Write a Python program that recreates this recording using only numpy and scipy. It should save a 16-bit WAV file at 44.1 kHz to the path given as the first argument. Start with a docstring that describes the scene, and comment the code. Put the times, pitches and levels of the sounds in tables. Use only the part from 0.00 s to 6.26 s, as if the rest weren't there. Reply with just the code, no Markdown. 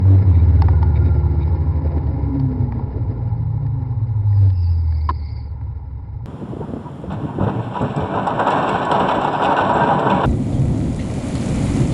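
"""A motor scooter braking to a crawl

Heard from a camera on the coasting scooter, the exhaust hum beats against the drive shaft's drone,
and the gear whine sinks with road speed. Excited by the asphalt, the body booms, scrapes and knocks.
Friction makes the brake hiss, squeal and chirp once as the engine settles to idle.
The loudest hum overloads the microphone."""
import sys
import numpy as np
from scipy import signal
from scipy.fft import rfft, irfft
from scipy.io import wavfile
from scipy.ndimage import uniform_filter1d

SR = 44100
rng = np.random.default_rng(int(sys.argv[2]) if len(sys.argv) > 2 else 0)


def to_wav(s):
    """Save 16-bit WAV."""
    ch = np.atleast_2d(s).T  # columns
    pcm = np.round(np.clip(ch, -1, 1) * 32767)  # PCM
    wavfile.write(sys.argv[1], SR, pcm.astype(np.int16))


N = 276056
TIME = np.arange(N) / SR


def amp(db):
    """Amplitude ratio of a level in decibels."""
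    return 10 ** (np.asarray(db) / 20)


def unit(x):
    """Normalisation to rms 1."""
    return x / np.sqrt(np.mean(x ** 2) + 1e-20)


def curve(rows):
    """Linear interpolation of (t, value) rows at every sample."""
    return np.interp(TIME, *np.transpose(rows))


def response(points, hz):
    """Frequency response in dB, interpolated over log frequency."""
    f, db = np.transpose(points)
    return np.interp(np.log(hz), np.log(f), db)


def wander(hz):
    """Random fluctuation: noise low-passed at hz; rms 1."""
    f = np.fft.rfftfreq(N, 1 / SR)
    return unit(irfft(rfft(rng.standard_normal(N)) / (1 + (f / hz) ** 4), N))


def colour(x, points):
    """Spectral shaping, with skirts that fall away beyond the end points; rms 1."""
    f = np.fft.rfftfreq(N, 1 / SR) + 1
    skirts = np.minimum(f / points[0][0], 1) ** 2 * np.minimum(points[-1][0] / f, 1) ** 2
    return unit(irfft(rfft(x) * skirts * amp(response(points, f)), N))


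def angle(hz):
    """Phase as the time integral of frequency."""
    return 2 * np.pi * np.cumsum(hz) / SR


def add(mix, s, sound):
    """Superposition of a sound starting at time s."""
    part = mix[round(s * SR):][:len(sound)]
    part += sound[:len(part)]


def swells(rows):
    """Amplitude envelope: one tapered hump for each (t, duration, level) row."""
    level = np.zeros(N)
    for s, length, db in rows:
        add(level, s, amp(db) * signal.windows.tukey(int(length * SR), .7))
    return level


def resonate(x, hz, width_hz):
    """Resonance with a movable centre: shift down by hz, low-pass, shift back; rms 1."""
    carrier = np.exp(1j * angle(hz * np.ones(N)))
    pole = np.exp(-np.pi * width_hz / SR)
    baseband = signal.lfilter([(1 - pole) ** 2], [1, -2 * pole, pole * pole], x / carrier)
    return unit((carrier * baseband).real)


def partials(hz, phase, rows):
    """Forced vibration: each partial swells as it slides through its resonance."""
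    return sum(amp(db) / (1 + (2 * (k * hz - centre) / width) ** 2) * np.sin(k * phase)
               for k, centre, width, db in rows)


def lowpass(x, hz):
    """Steep band limiting by a windowed-sinc filter."""
    return signal.oaconvolve(x, signal.firwin(255, hz, window=("kaiser", 8), fs=SR), "same")


# Rotation rate of the crank: t/s, f/Hz
CRANK_RATE = [(0.0, 93.51), (0.15, 94.55), (0.3, 85.6), (0.42, 79.85), (0.6, 76.95), (1.0, 75.62),
              (1.55, 73.4), (2.1, 69.8), (2.8, 64.47), (3.55, 55.3), (4.25, 51.7), (4.45, 48.9),
              (4.6, 43.8), (4.95, 39.3), (5.2, 37.0), (6.26, 32.3)]
# Transfer function of the body: f/Hz, gain/dB
BODY_RESPONSE = [(33, -31.5), (52, -24), (66, -15), (73, -9.5), (77, -1), (85, 1), (89.5, -5), (94, 1),
                 (97.5, 4), (103, -3.5), (106.5, -12.5), (114, -8.5), (122, -20), (150, -14), (190, -16)]
# Strong orders, before the body's gain: crank multiple, riding level/dB, idle level/dB
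EXHAUST_ORDERS = [(1, -12, -16), (2, -12.5, -18.5)]
# Weak orders: crank multiple, riding level/dB, idle level/dB
WEAK_ORDERS = [(.5, -53, -60.5), (1.5, -32.5, -48), (2.5, -47.5, -42.5), (3, -49.5, -38),
               (3.5, -56.5, -41.5), (4, -53, -51), (5, -53.5, -54)]
def engine_hum(crank_hz):
    """Periodic excitation: a four-stroke single sounds at whole and half orders of the crank rate."""
    crank = angle(crank_hz)
    idle = np.clip((50 - crank_hz) / (50 - 36), 0, 1)  # rises from 0 at 50 Hz to 1 at 36 Hz
    hum = np.zeros(N)
    for k, riding_db, idle_db in EXHAUST_ORDERS:
        db = riding_db + (idle_db - riding_db) * idle + response(BODY_RESPONSE, k * crank_hz)
        hum += amp(db) * np.sin(k * crank)
    hum *= 1 + .08 * wander(25)
    for k, riding_db, idle_db in WEAK_ORDERS:
        db = riding_db + (idle_db - riding_db) * idle + 2.1 * wander(3.6)
        hum += amp(db) * np.sin(k * crank + .57 * wander(10) + rng.uniform(0, 2 * np.pi))
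    return np.sqrt(2) * hum


# Spectrum of the clatter: f/Hz, relative level/dB
CLATTER_SPECTRUM = [(550, -33), (740, -12), (820, 6.5), (900, 0), (970, 2), (1060, -6.5), (1200, -17.5),
                    (1320, -18.5), (1420, -15), (1540, -28.5), (2000, -34.5)]
def engine_clatter(crank_hz):
    """Impact noise: valves and piston strike once a turn, more softly as the crank slows."""
    full_db, full_hz, db_per_octave = -41.5, 73.5, 10.5
    turns = angle(crank_hz) / (2 * np.pi)
    strokes = 1.3 + np.exp(-(turns % 1) / .14)
    clatter = colour(strokes * rng.standard_normal(N), CLATTER_SPECTRUM)
    db = full_db + db_per_octave * np.minimum(np.log2(crank_hz / full_hz), 0)
    return clatter * amp(db + 1.1 * wander(24))


# Rotation rate of the drive shaft, proportional to road speed: t/s, f/Hz
SHAFT_RATE = [(0.0, 97.62), (0.45, 96.52), (1.0, 92.5), (1.5, 87.16), (2.0, 79.75), (2.37, 70.29),
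              (2.65, 62.7), (3.0, 52.55), (3.45, 39.26), (3.8, 33.84), (4.0, 31.93), (4.25, 29.15),
              (5.2, 16.0), (6.26, 10.0)]
# Overtones in body resonances: shaft multiple, resonance f/Hz, bandwidth/Hz, peak level/dB
SHAFT_PARTIALS = [(2, 140, 56, -33.5), (3, 190, 38, -42)]
CRUISE_HZ = 96  # shaft rate before slowing
def shaft_drone(shaft_hz):
    """Rotating unbalance: a force growing as speed squared drives a tone that beats with the exhaust."""
    phase = angle(shaft_hz)
    unbalance = (shaft_hz / CRUISE_HZ) ** 2 * amp(-18.5 + response(BODY_RESPONSE, shaft_hz))
    return np.sqrt(2) * (partials(shaft_hz, phase, SHAFT_PARTIALS) - unbalance * np.sin(phase))


# Strength of the whine at each pitch: f/Hz, level/dB
WHINE_RESPONSE = [(103, -48.5), (116, -23), (146, -25.5), (168, -34.5), (192, -52), (242, -30.5),
                  (273, -22), (292, -39), (328, -42.5), (350, -35.5), (378, -47.5)]
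# Partials in body resonances: mesh multiple, resonance f/Hz, bandwidth/Hz, peak level/dB
GEAR_PARTIALS = [(.5, 131.9, 7.7, -22), (2, 260, 21, -37)]
def gear_whine(shaft_hz):
    """Gear meshing: a tone locked to the shaft, with phase and level modulation that grow with speed."""
    mesh_per_turn, jitter_rad, flutter_db = 3.86, .35, 2.2
    mesh_hz = mesh_per_turn * shaft_hz
    shaking = shaft_hz / CRUISE_HZ
    phase = angle(mesh_hz) + jitter_rad * shaking * wander(29)
    db = response(WHINE_RESPONSE, mesh_hz) + flutter_db * shaking * wander(22)
    return np.sqrt(2) * (amp(db) * np.sin(phase) + partials(mesh_hz, phase, GEAR_PARTIALS))


# Spectrum of the boom: f/Hz, relative level/dB
BOOM_SPECTRUM = [(20, -21), (40, -16), (60, -13.5), (82, -3), (99, 3.5), (108, -3.5), (120, 2.5),
                 (140, -11.5), (190, -24), (260, -36.5)]
# Envelope of the boom: t/s, level/dB
BOOM_LEVEL = [(0, -26), (1, -21), (2, -30), (2.7, -21), (3.8, -27.5), (4.8, -33), (6.26, -28.5)]
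def body_boom():
    """Random excitation: the road shakes the body's low resonances."""
    return colour(rng.standard_normal(N), BOOM_SPECTRUM) * amp(curve(BOOM_LEVEL))


# Spectra of the road's roar and the air's hiss: f/Hz, relative level/dB
ROAR_SPECTRUM = [(120, -19.5), (190, -4.5), (230, 4), (270, 10), (310, -3.5), (350, 1), (385, -3.5),
                 (435, 2.5), (480, -7), (525, 0), (590, -12.5), (680, -7), (760, -19.5), (1200, -38)]
AIR_SPECTRUM = [(1150, -10.5), (1390, 2), (1540, -15), (1690, -1.5), (1870, -8), (2080, -2.5), (2400, -12),
                (2600, -20), (2860, -17), (3270, -30.5), (3650, -19.5), (4700, -20.5), (5000, -16),
                (5250, -23.5), (6500, -38.5)]
# Rough asphalt: t/s, duration/s, level/dB of the added roar relative to smooth road
ROUGH_STRETCHES = [(.03, 0.24, -3), (.7, 0.64, -7.5), (1.6, 0.75, -7.5), (2.7, .6, -12.5), (4.38, 0.14, -1)]
def road_and_air(shaft_hz):
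    """Broadband rolling and flow noise: both are modulated by bumps and fall with road speed."""
    bumps, rough = wander(24), swells(ROUGH_STRETCHES)
    roar_db = np.interp(shaft_hz, [0, 57.5], [-52.5, -34.5])
    roar = colour(rng.standard_normal(N) * amp(2.1 * bumps), ROAR_SPECTRUM)
    hiss_db = np.interp(shaft_hz, [0, CRUISE_HZ], [-66, -51])
    hiss = colour(rng.standard_normal(N) * amp(1.6 * bumps + 1.8 * wander(300)), AIR_SPECTRUM)
    return roar * amp(roar_db) * (1 + rough) + hiss * amp(hiss_db) * (1 + .18 * rough)


# Ring of the transmission: t/s, duration/s, level/dB
RING_SWELLS = [(.3, 1.15, -50.5)]
def transmission_ring(shaft_hz):
    """Narrow-band noise: a thin ring whose centre frequency follows the shaft rate."""
    cycles_per_turn = 15.2
    ring = resonate(rng.standard_normal(N), cycles_per_turn * shaft_hz, width_hz=50)
    return ring * swells(RING_SWELLS)


# Scrapes over bumps: t/s, duration/s, level/dB
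TRIM_SCRAPES = [(0.309, 0.13, -52), (.94, .05, -49.5), (1.019, 0.093, -54), (1.397, 0.056, -51)]
# Spectrum of a scrape: f/Hz, relative level/dB
SCRAPE_SPECTRUM = [(1800, -16.5), (2300, 3), (2650, -12.5), (3250, -26.5), (3750, -2.5), (4200, -22),
                   (4500, -13), (5300, -27.5)]
def trim_scrapes():
    """Sliding friction: loose plastic trim rubs in bursts of grainy noise."""
    friction = rng.standard_normal(N) * amp(2.7 * wander(200))
    return swells(TRIM_SCRAPES) * colour(friction, SCRAPE_SPECTRUM)


# Blows on the panels: t/s, low-mode level/dB, middle-mode level/dB, high-mode and snap level/dB
PANEL_BLOWS = [(.353, -39, -33, -41), (.619, -12.5, -21, -19.5), (.684, -15.5, -24, -33.5),
               (0.828, -17, -28, -30), (1.875, -37, -35.5, -51), (2.069, -33, -51, -39.5),
               (2.397, -26.5, -56, -32.5), (2.722, -26.5, -30, -42.5), (2.794, -26.5, -48, -51),
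               (3.665, -37, -40, -46), (4.328, -39, -36, -53.5), (4.501, -37, -41, -35),
               (4.924, -35, -38.5, -43), (5.612, -36.5, -44, -51)]
# Panel modes: nominal f/Hz, relative level/dB, T60/s
PANEL_MODES = [(840, -5, 0.058), (924, -1, 0.039), (1170, -7.5, 0.023), (1350, -2.5, 0.0088),
               (1780, -4, 0.02), (1970, -2.5, 0.018), (2470, -5.5, 0.013), (4680, -11, 0.023)]
def panel_knocks():
    """Damped free vibration: each blow on a loose panel favours low, middle or high modes."""
    out, t = np.zeros(N), np.arange(SR // 16) / SR
    attack = 1 - np.exp(-t / .001)
    for s, low_db, mid_db, high_db in PANEL_BLOWS:
        ring = 0
        for hz, db, t60 in PANEL_MODES:
            blow_db = np.interp(hz, [1100, 1600, 2600, 3500], [low_db, mid_db, mid_db, high_db])
            cycles = hz * rng.uniform(.91, 1.03) * t + rng.random()
            ring += amp(blow_db + db - 60 * t / t60) * np.sin(2 * np.pi * cycles)
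        snap = amp(high_db - 60 * t / .021) * rng.standard_normal(len(t))
        add(out, s, (ring + snap) * attack)
    return out


# Jolts of the frame: t/s, duration/s, level/dB
FRAME_JOLTS = [(2.77, 0.041, -37), (2.88, 0.22, -38.5), (3.05, 0.2, -35), (4.39, 0.12, -39),
               (5.085, 0.043, -31)]
# Spectrum of a jolt: f/Hz, relative level/dB
JOLT_SPECTRUM = [(130, -15), (270, 7.5), (350, 0.5), (440, 0), (540, -14), (700, -22.5)]
def frame_jolts():
    """Transient excitation: bumps shake dull bursts of noise from the frame."""
    return swells(FRAME_JOLTS) * colour(rng.standard_normal(N), JOLT_SPECTRUM)


# Pads rubbing the disc: t/s, duration/s, level/dB
PAD_RUBS = [(4.2, 0.57, -62), (4.52, 0.34, -56), (4.73, 0.86, -54)]
# Lower resonances of the disc: t/s, duration/s, f/Hz, level/dB
DISC_RINGS = [(4.419, .4, 2680, -65), (4.701, 0.9, 2140, -58.5)]
def brake_squeal():
    """Friction-driven resonance: the pads rub the disc into a hissy, wavering squeal and lower rings."""
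    start_hz, sag_hz_per_s, sag_from_s = 4854, 300, 4.74
    friction = rng.standard_normal(N) * amp(2 * wander(50))
    squeal_hz = start_hz - sag_hz_per_s * np.maximum(TIME - sag_from_s, 0) + 130 * wander(22)
    out = resonate(friction, squeal_hz, width_hz=520) * swells(PAD_RUBS)
    for s, length, hz, db in DISC_RINGS:
        out += resonate(friction, hz, width_hz=220) * swells([(s, length, db)])
    return out


# Slips of the pads: t/s, duration/s, f/Hz, level/dB
PAD_SLIPS = [(5.089, 0.01147, 1031, -13.5), (5.1011, .0095, 987, -21.5)]
# Inharmonic partials of a slip: frequency ratio, relative level/dB
SLIP_PARTIALS = [(0.998, 2.5), (1.281, -13.5), (1.7, -17.5), (2.101, -27), (2.95, -32), (4.3, -37),
                 (4.751, -28.5)]
def brake_chirp():
    """Stick-slip: the pads catch twice, so close together that one chirp is heard."""
    out = np.zeros(N)
    for s, length, hz, db in PAD_SLIPS:
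        t = np.arange(int(length * SR)) / SR
        tone = sum(amp(level) * np.sin(2 * np.pi * hz * k * t) for k, level in SLIP_PARTIALS)
        tone += amp(-20) * rng.standard_normal(len(t))
        add(out, s, amp(db) * tone * signal.windows.tukey(len(t), .4))
    return out


def scene():
    """Structure-borne sound: all sources superpose at the camera through the scooter's frame."""
    crank_hz, shaft_hz = curve(CRANK_RATE), curve(SHAFT_RATE)
    mix = engine_hum(crank_hz) + engine_clatter(crank_hz)
    mix += shaft_drone(shaft_hz) + gear_whine(shaft_hz)
    mix += body_boom() + road_and_air(shaft_hz) + transmission_ring(shaft_hz)
    mix += trim_scrapes() + panel_knocks() + frame_jolts()
    mix += brake_squeal() + brake_chirp()
    return mix[None]


# Carriers about which the recorder mirrors the sound: f/Hz, modulation depth/dB
MIRROR_CARRIERS = [(3900, -53), (7800, -62.5), (11700, -65.5), (15600, -68)]
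def record(dry):
    """Saturation flattens the hum's peaks with a soft rasp; a narrow-band recorder adds faint images."""
    ceiling, band_hz, edge_hz = .45, 5400, 15800
    clipped = dry[0] / (1 + np.abs(dry[0] / ceiling) ** 14) ** (1 / 14)
    overload = uniform_filter1d((clipped / ceiling) ** 4, size=500)
    rasp_spectrum = [(1500, 9.5), (5000, -10), (6500, -16), (8500, -18.5), (11000, -24)]  # f/Hz, level/dB
    rasp = amp(-47) * overload * colour(rng.standard_normal(N), rasp_spectrum)
    passband = lowpass(clipped, band_hz)
    leakage = amp(-24.5) * (lowpass(clipped, 1.9 * band_hz) - passband)
    carriers = sum(amp(db) * np.cos(2 * np.pi * hz * TIME) for hz, db in MIRROR_CARRIERS)
    return lowpass((passband + leakage) * (1 + carriers) + rasp, edge_hz)[None]


dry = scene()
out = record(dry)
to_wav(out)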